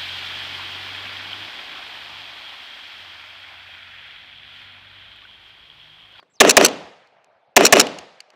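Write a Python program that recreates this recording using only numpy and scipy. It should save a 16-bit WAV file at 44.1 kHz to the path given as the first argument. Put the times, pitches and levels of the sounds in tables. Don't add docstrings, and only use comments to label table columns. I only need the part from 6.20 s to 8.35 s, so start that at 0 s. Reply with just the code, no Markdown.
import sys
import numpy as np
from scipy import signal
from scipy.io import wavfile
from scipy.ndimage import uniform_filter1d

SR = 44100
rng = np.random.default_rng(int(sys.argv[2]) if len(sys.argv) > 2 else 0)


def unload_audio(sound):
    columns = np.transpose(np.atleast_2d(sound))
    steps = np.round(np.clip(columns, -1, 1) * 32767)
    wavfile.write(sys.argv[1], SR, steps.astype(np.int16))


def field_ratio(decibels):
    return 10 ** (np.asarray(decibels, dtype=float) / 20)


N = 94815
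SHORT = 4410


def hiss():
    return rng.standard_normal(SHORT)


def evened(x):
    return x / np.sqrt(np.mean(x ** 2) + 1e-20)


def read(points, hz):
    f, value = np.transpose(points)
    return np.interp(np.log(hz + 1), np.log(f + 1), value)


def add(mix, s, sound):
    part = mix[round(s * SR):][:len(sound)]
    part += sound[:len(part)]


def resonate(x, hz, width):
    turn = np.exp(2j * np.pi * np.cumsum(hz * np.ones(len(x))) / SR)
    r = np.exp(-np.pi * width / SR)
    smooth = signal.lfilter([1 - r], [1, -r], x / turn + 1e-18)
    return 2 * (turn * smooth).real


def through(x, peaks):
    total = np.zeros(len(x))
    for hz, width, db in peaks:
        ringing = resonate(resonate(x, hz, width), hz, width)
        total += field_ratio(db) / np.sqrt(width) * ringing
    return evened(total)


def shape(rise, hold, t60):
    t = np.arange(SHORT) / SR
    return np.minimum(t / rise, 1) * field_ratio(-60 * np.maximum(t - rise - hold, 0) / t60)


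def field(spectrum, level_db, patchy_db):
    frames, hz = N // 128 + 5, np.fft.rfftfreq(512, 1 / SR)[:, None]
    a, b, patches = rng.standard_normal((frames, 257, 3)).T
    patches = uniform_filter1d(patches, size=8, axis=0)
    patches = evened(uniform_filter1d(patches, size=6, axis=1))
    colour = field_ratio(read(spectrum, hz))
    colour = colour / np.sqrt(np.mean(colour ** 2))
    gain = colour * field_ratio(level_db(np.arange(frames) * 128 / SR, hz) + patchy_db * patches)
    return signal.istft((a + 1j * b) * gain, nperseg=512, noverlap=384)[1][:N] / 16


# (frequency [Hz], width [Hz], level [dB], rise [s], decay by 60 dB [s])
BLAST_LAYERS = [(6330, 1500, 10, .0002, 0.0086), (11000, 27000, -12.5, .0003, 0.012),
                (4500, 3300, 5.5, 0.00033, 0.049), (2465, 1600, 1.5, 0.0013, 0.1),
                (1863, 810, 3.5, .008, 0.032), (1100, 290, -3, 0.0073, .05), (665, 575, 5, 0.0026, 0.6),
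                (301.3, 170, -8, .006, 0.067)]
# (frequency [Hz], width [Hz], level [dB])
LOOSE_PARTS = [(450, 200, 4), (1291.5, 310, -4.5), (2630, 1200, -1), (5500, 1800, -8)]


def blast(mix, start, noise):
    hold_s = .0139
    boom = np.zeros(SHORT)
    for hz, width, db, rise, t60 in BLAST_LAYERS:
        boom += field_ratio(db) * through(noise, [(hz, width, 0)]) * shape(rise, 0, t60)
    add(mix, start, boom * shape(.0001, hold_s, .004))
    add(mix, start + hold_s, field_ratio(-16) * through(hiss(), LOOSE_PARTS) * shape(.0005, .003, .03))


# (frequency [Hz], width [Hz], level [dB])
BODY_PEAKS = [(260, 260, -5), (313, 160, -1.5), (398, 190, -1.5), (572, 50, -2), (620.4, 53, -5.5),
              (1077, 500, -11), (1900, 380, -5.5), (2750, 700, -12.5)]


def body(mix, start, travel, noise):
    delay_s, rise_s, snaps_per_s = .0225, .008, 2500
    snap_sizes = field_ratio(3.5 * rng.exponential(1, SHORT))
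    snaps = snap_sizes * hiss() * (rng.random(SHORT) < snaps_per_s / SR)
    hum = field_ratio(-13.5) * through(noise, BODY_PEAKS)
    crackle = field_ratio(-21) * through(snaps, LOOSE_PARTS[1:])
    stroke = shape(rise_s, travel - delay_s - rise_s, .038)
    add(mix, start + delay_s, (hum + crackle) * stroke)


# (frequency [Hz], width [Hz], level [dB])
REAR_PEAKS = [(600, 280, 10), (1570, 2700, 2), (3260, 830, -12), (9000, 8000, -27)]


def rear_hit(mix, start, noise):
    blow = noise * shape(.0001, .0008, .005)
    add(mix, start + .0436, field_ratio(-13.5) * through(blow, REAR_PEAKS))


# (frequency [Hz], width [Hz], level [dB])
STEEL_PEAKS = [(1500, 1000, -11), (2700, 1100, -5), (4100, 1300, -4), (5700, 1200, 0), (7200, 1400, -4),
               (9800, 3000, -14)]


def bolt_home(mix, locked, lock_db, bounce_db):
    slide_s, bounce_s, detune = .023, .014, .04
    steel = [(hz * (1 + detune * rng.standard_normal()), w, db) for hz, w, db in STEEL_PEAKS]
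    add(mix, locked - slide_s, field_ratio(-22) * through(hiss(), steel) * shape(.006, slide_s, .02))
    add(mix, locked, field_ratio(lock_db - .5) * through(hiss(), steel) * shape(.002, .0045, .012))
    spike = shape(.0001, .001, .006)
    ring = field_ratio(-8) * shape(.002, .004, .014)
    add(mix, locked + bounce_s, field_ratio(bounce_db) * through(hiss(), steel) * (spike + ring))


# (frequency [Hz], width [Hz], level [dB])
HAMMER_PEAKS = [(3400, 1200, 0), (5140, 1500, -6.5), (8600, 500, -10.5)]


def hammer(mix, start, db):
    add(mix, start - .0042, field_ratio(db) * through(hiss(), HAMMER_PEAKS) * shape(.0005, .0022, .016))


# (blast time [s], hammer level [dB], lock level [dB], bounce level [dB])
SHOTS_FIRED = [
    (0.206, -3.5, 2, 0),
    (.3681, -30, 2.5, -3.5),
    (1.365, -22.5, 3, -1.5),
    (1.525, -32, 6, -4),
]
BOLT_TRAVELS = [
    .0872,
    .0778,
    .0855,
    .0710,
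]


def gun():
    mix, vary = np.zeros(N), .4
    habit = rng.standard_normal((3, SHORT))
    for travel, (start, hammer_db, lock_db, bounce_db) in zip(BOLT_TRAVELS, SHOTS_FIRED):
        alike = np.sqrt(1 - vary ** 2) * habit + vary * rng.standard_normal((3, SHORT))
        hammer(mix, start, hammer_db)
        blast(mix, start, alike[0])
        body(mix, start, travel, alike[1])
        rear_hit(mix, start, alike[2])
        bolt_home(mix, start + travel, lock_db, bounce_db)
    return mix


# (time [s], level [dB])
RATTLE_TIMES = [(.2235, -14), (.263, -17.5), (0.28, -15.5), (.288, -16.5), (.400, -15.5), (.420, -14),
                (0.434, -12), (.438, -11), (1.382, -15), (1.403, -20), (1.437, -28.5), (1.4414, -16),
                (1.54, -10.5), (1.5543, -15), (1.5585, -2.5), (1.579, -14.5), (1.5865, -6.5)]


def rattles():
    mix = np.zeros(N)
    for s, db in RATTLE_TIMES:
        add(mix, s, field_ratio(db) * through(hiss(), LOOSE_PARTS) * shape(.0003, .0012, .02))
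    return mix


# (frequency [Hz], level per Hz [dB])
NEAR_COLOUR = [(29, -67.5), (50, -28), (128, -5.5), (501, -1.5), (1130, -14), (1440, -17.5), (2960, -19),
               (6230, -30.5), (15500, -62)]
# (frequency [Hz], decay by 60 dB [s])
NEAR_DECAY = [(60, 1), (300, 0.36), (700, .6), (2500, 0.73), (6000, 0.68), (14000, 0.67)]
# (frequency [Hz], level per Hz [dB])
FAR_COLOUR = [(40, -40.5), (150, -24.5), (480, -7.5), (690, -5), (950, -9.5), (2200, -9), (5000, -24.5),
              (15500, -71.5)]
# (frequency [Hz], decay by 60 dB [s])
FAR_DECAY = [(100, 1.5), (400, 2.2), (700, 5.5), (1100, 3.0), (2000, 2.3), (8000, 1.5)]


def valley():
    def near_db(t, hz):
        dip = -.5 * np.exp(-((t - .2) / .05) ** 2)
        return -24.5 - 60 * (t - .15) / read(NEAR_DECAY, hz) + dip

    def far_db(t, hz):
        return -46.5 - 60 * t / read(FAR_DECAY, hz)

    tail = field(NEAR_COLOUR, near_db, 1.5) + field(FAR_COLOUR, far_db, 3.2)
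    tail *= np.minimum(np.arange(N) / SR / .029, 1)
    thud = np.sin(2 * np.pi * 70 * np.arange(SHORT) / SR)
    add(tail, .265, field_ratio(-32) * thud * shape(.0089, .007, .071))
    return tail


# (frequency [Hz], level per Hz [dB])
OPEN_COLOUR = [(1000, -20), (2500, -1.5), (4500, 3.5), (8000, -14.5), (15500, -50)]


def open_range():
    return field(OPEN_COLOUR, lambda t, hz: -44 - 60 * t / 1.1, 2.4)


# (time [s], level [dB], decay by 60 dB [s])
CASE_TICKS = [
    (0.483, -22, .02),
    (.872, -56, .012),
    (1.044, -48.5, 0.0056),
    (1.478, -21, 0.011),
    (1.6682, -21, 0.01),
    (1.786, -27.5, .018),
    (2.0036, -31.5, 0.014),
    (2.1025, -47, 0.011),
]
# (frequency [Hz], width [Hz], level [dB])
BRASS_PEAKS = [(2800, 1100, 7), (4500, 1300, 7), (6000, 1800, 2), (8500, 1800, -15.5)]


def case_ticks():
    mix = np.zeros(N)
    for s, db, t60 in CASE_TICKS:
        add(mix, s, field_ratio(db) * through(hiss(), BRASS_PEAKS) * shape(.0005, .0012, t60))
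    return mix


# (time [s], level [dB], frequency [Hz], decay by 60 dB [s])
GEAR_KNOCKS = [
    (.0265, -46, 463, 0.033),
    (.063, -74, 690, 0.024),
    (.079, -77.5, 500, .04),
    (.118, -79, 600, 0.012),
    (.170, -71, 1100, .03),
    (2.134, -48.5, 450, 0.089),
]


def gear_knocks():
    mix = np.zeros(N)
    for s, db, hz, t60 in GEAR_KNOCKS:
        peaks = [(hz, 500, 0), (2.4 * hz, 700, -2), (6.5 * hz, 1500, -15)]
        add(mix, s, field_ratio(db) * through(hiss(), peaks) * shape(.00084, .0018, t60))
    return mix


# (time [s], frequency [Hz], level [dB])
BIRD_NOTES = [
    [(0, 4850, -57), (.012, 4550, -65), (.027, 4350, -73)],
    [(.1, 7450, -74), (.126, 7800, -74), (.138, 7300, -66), (.147, 6450, -100)],
    [(.139, 5900, -65), (.153, 6400, -60), (.165, 5150, -59), (.18, 4500, -61), (.2, 3400, -66)],
]


def bird():
    mix = np.zeros(N)
    for note in BIRD_NOTES:
        s, hz, db = np.transpose(note)
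        t = np.arange(s[0], s[-1], 1 / SR)
        tone = np.sin(2 * np.pi * np.cumsum(np.interp(t, s, hz)) / SR)
        flutter_db = 3.2 * evened(uniform_filter1d(rng.standard_normal(len(t)), size=120))
        add(mix, max(s[0], 0), np.sqrt(2) * field_ratio(np.interp(t, s, db) + flutter_db) * tone)
    return mix


# (frequency [Hz], level per Hz [dB])
BREEZE_COLOUR = [(25, 10.5), (75, 10), (160, -4), (500, -5), (1200, -10.5), (4000, -17), (7000, -35.5),
                 (15500, -46.5)]


def breeze():
    return field(BREEZE_COLOUR, lambda t, hz: -57 - 4.5 * t, 3)


def scene():
    mix, tail = gun(), valley()
    for start, *_ in SHOTS_FIRED:
        add(mix, start, tail)
    mix += rattles() + case_ticks() + gear_knocks() + bird() + breeze()
    add(mix, 1.6, open_range())
    side = field_ratio(-51) * np.roll(mix, round(.001 * SR))
    return np.array([mix + side, mix - side])


def band_limit(x):
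    return signal.sosfilt(signal.butter(12, 16240, fs=SR, output="sos"), x)


def record(dry):
    knee = 2.2
    cut = signal.sosfilt(signal.butter(2, 150, "high", fs=SR, output="sos"), dry)
    cut = signal.lfilter(*signal.butter(1, 11000, fs=SR), cut)
    clipped = cut / (1 + abs(cut) ** knee) ** (1 / knee)
    sagged = field_ratio(-1) * signal.lfilter(*signal.butter(1, 216, "high", fs=SR), clipped)
    sagged = np.clip(sagged, -1, 1)
    limited = signal.oaconvolve(sagged, signal.firwin(255, 15900, fs=SR)[None], "same")
    return band_limit(limited)


dry = scene()
out = record(dry)
unload_audio(out)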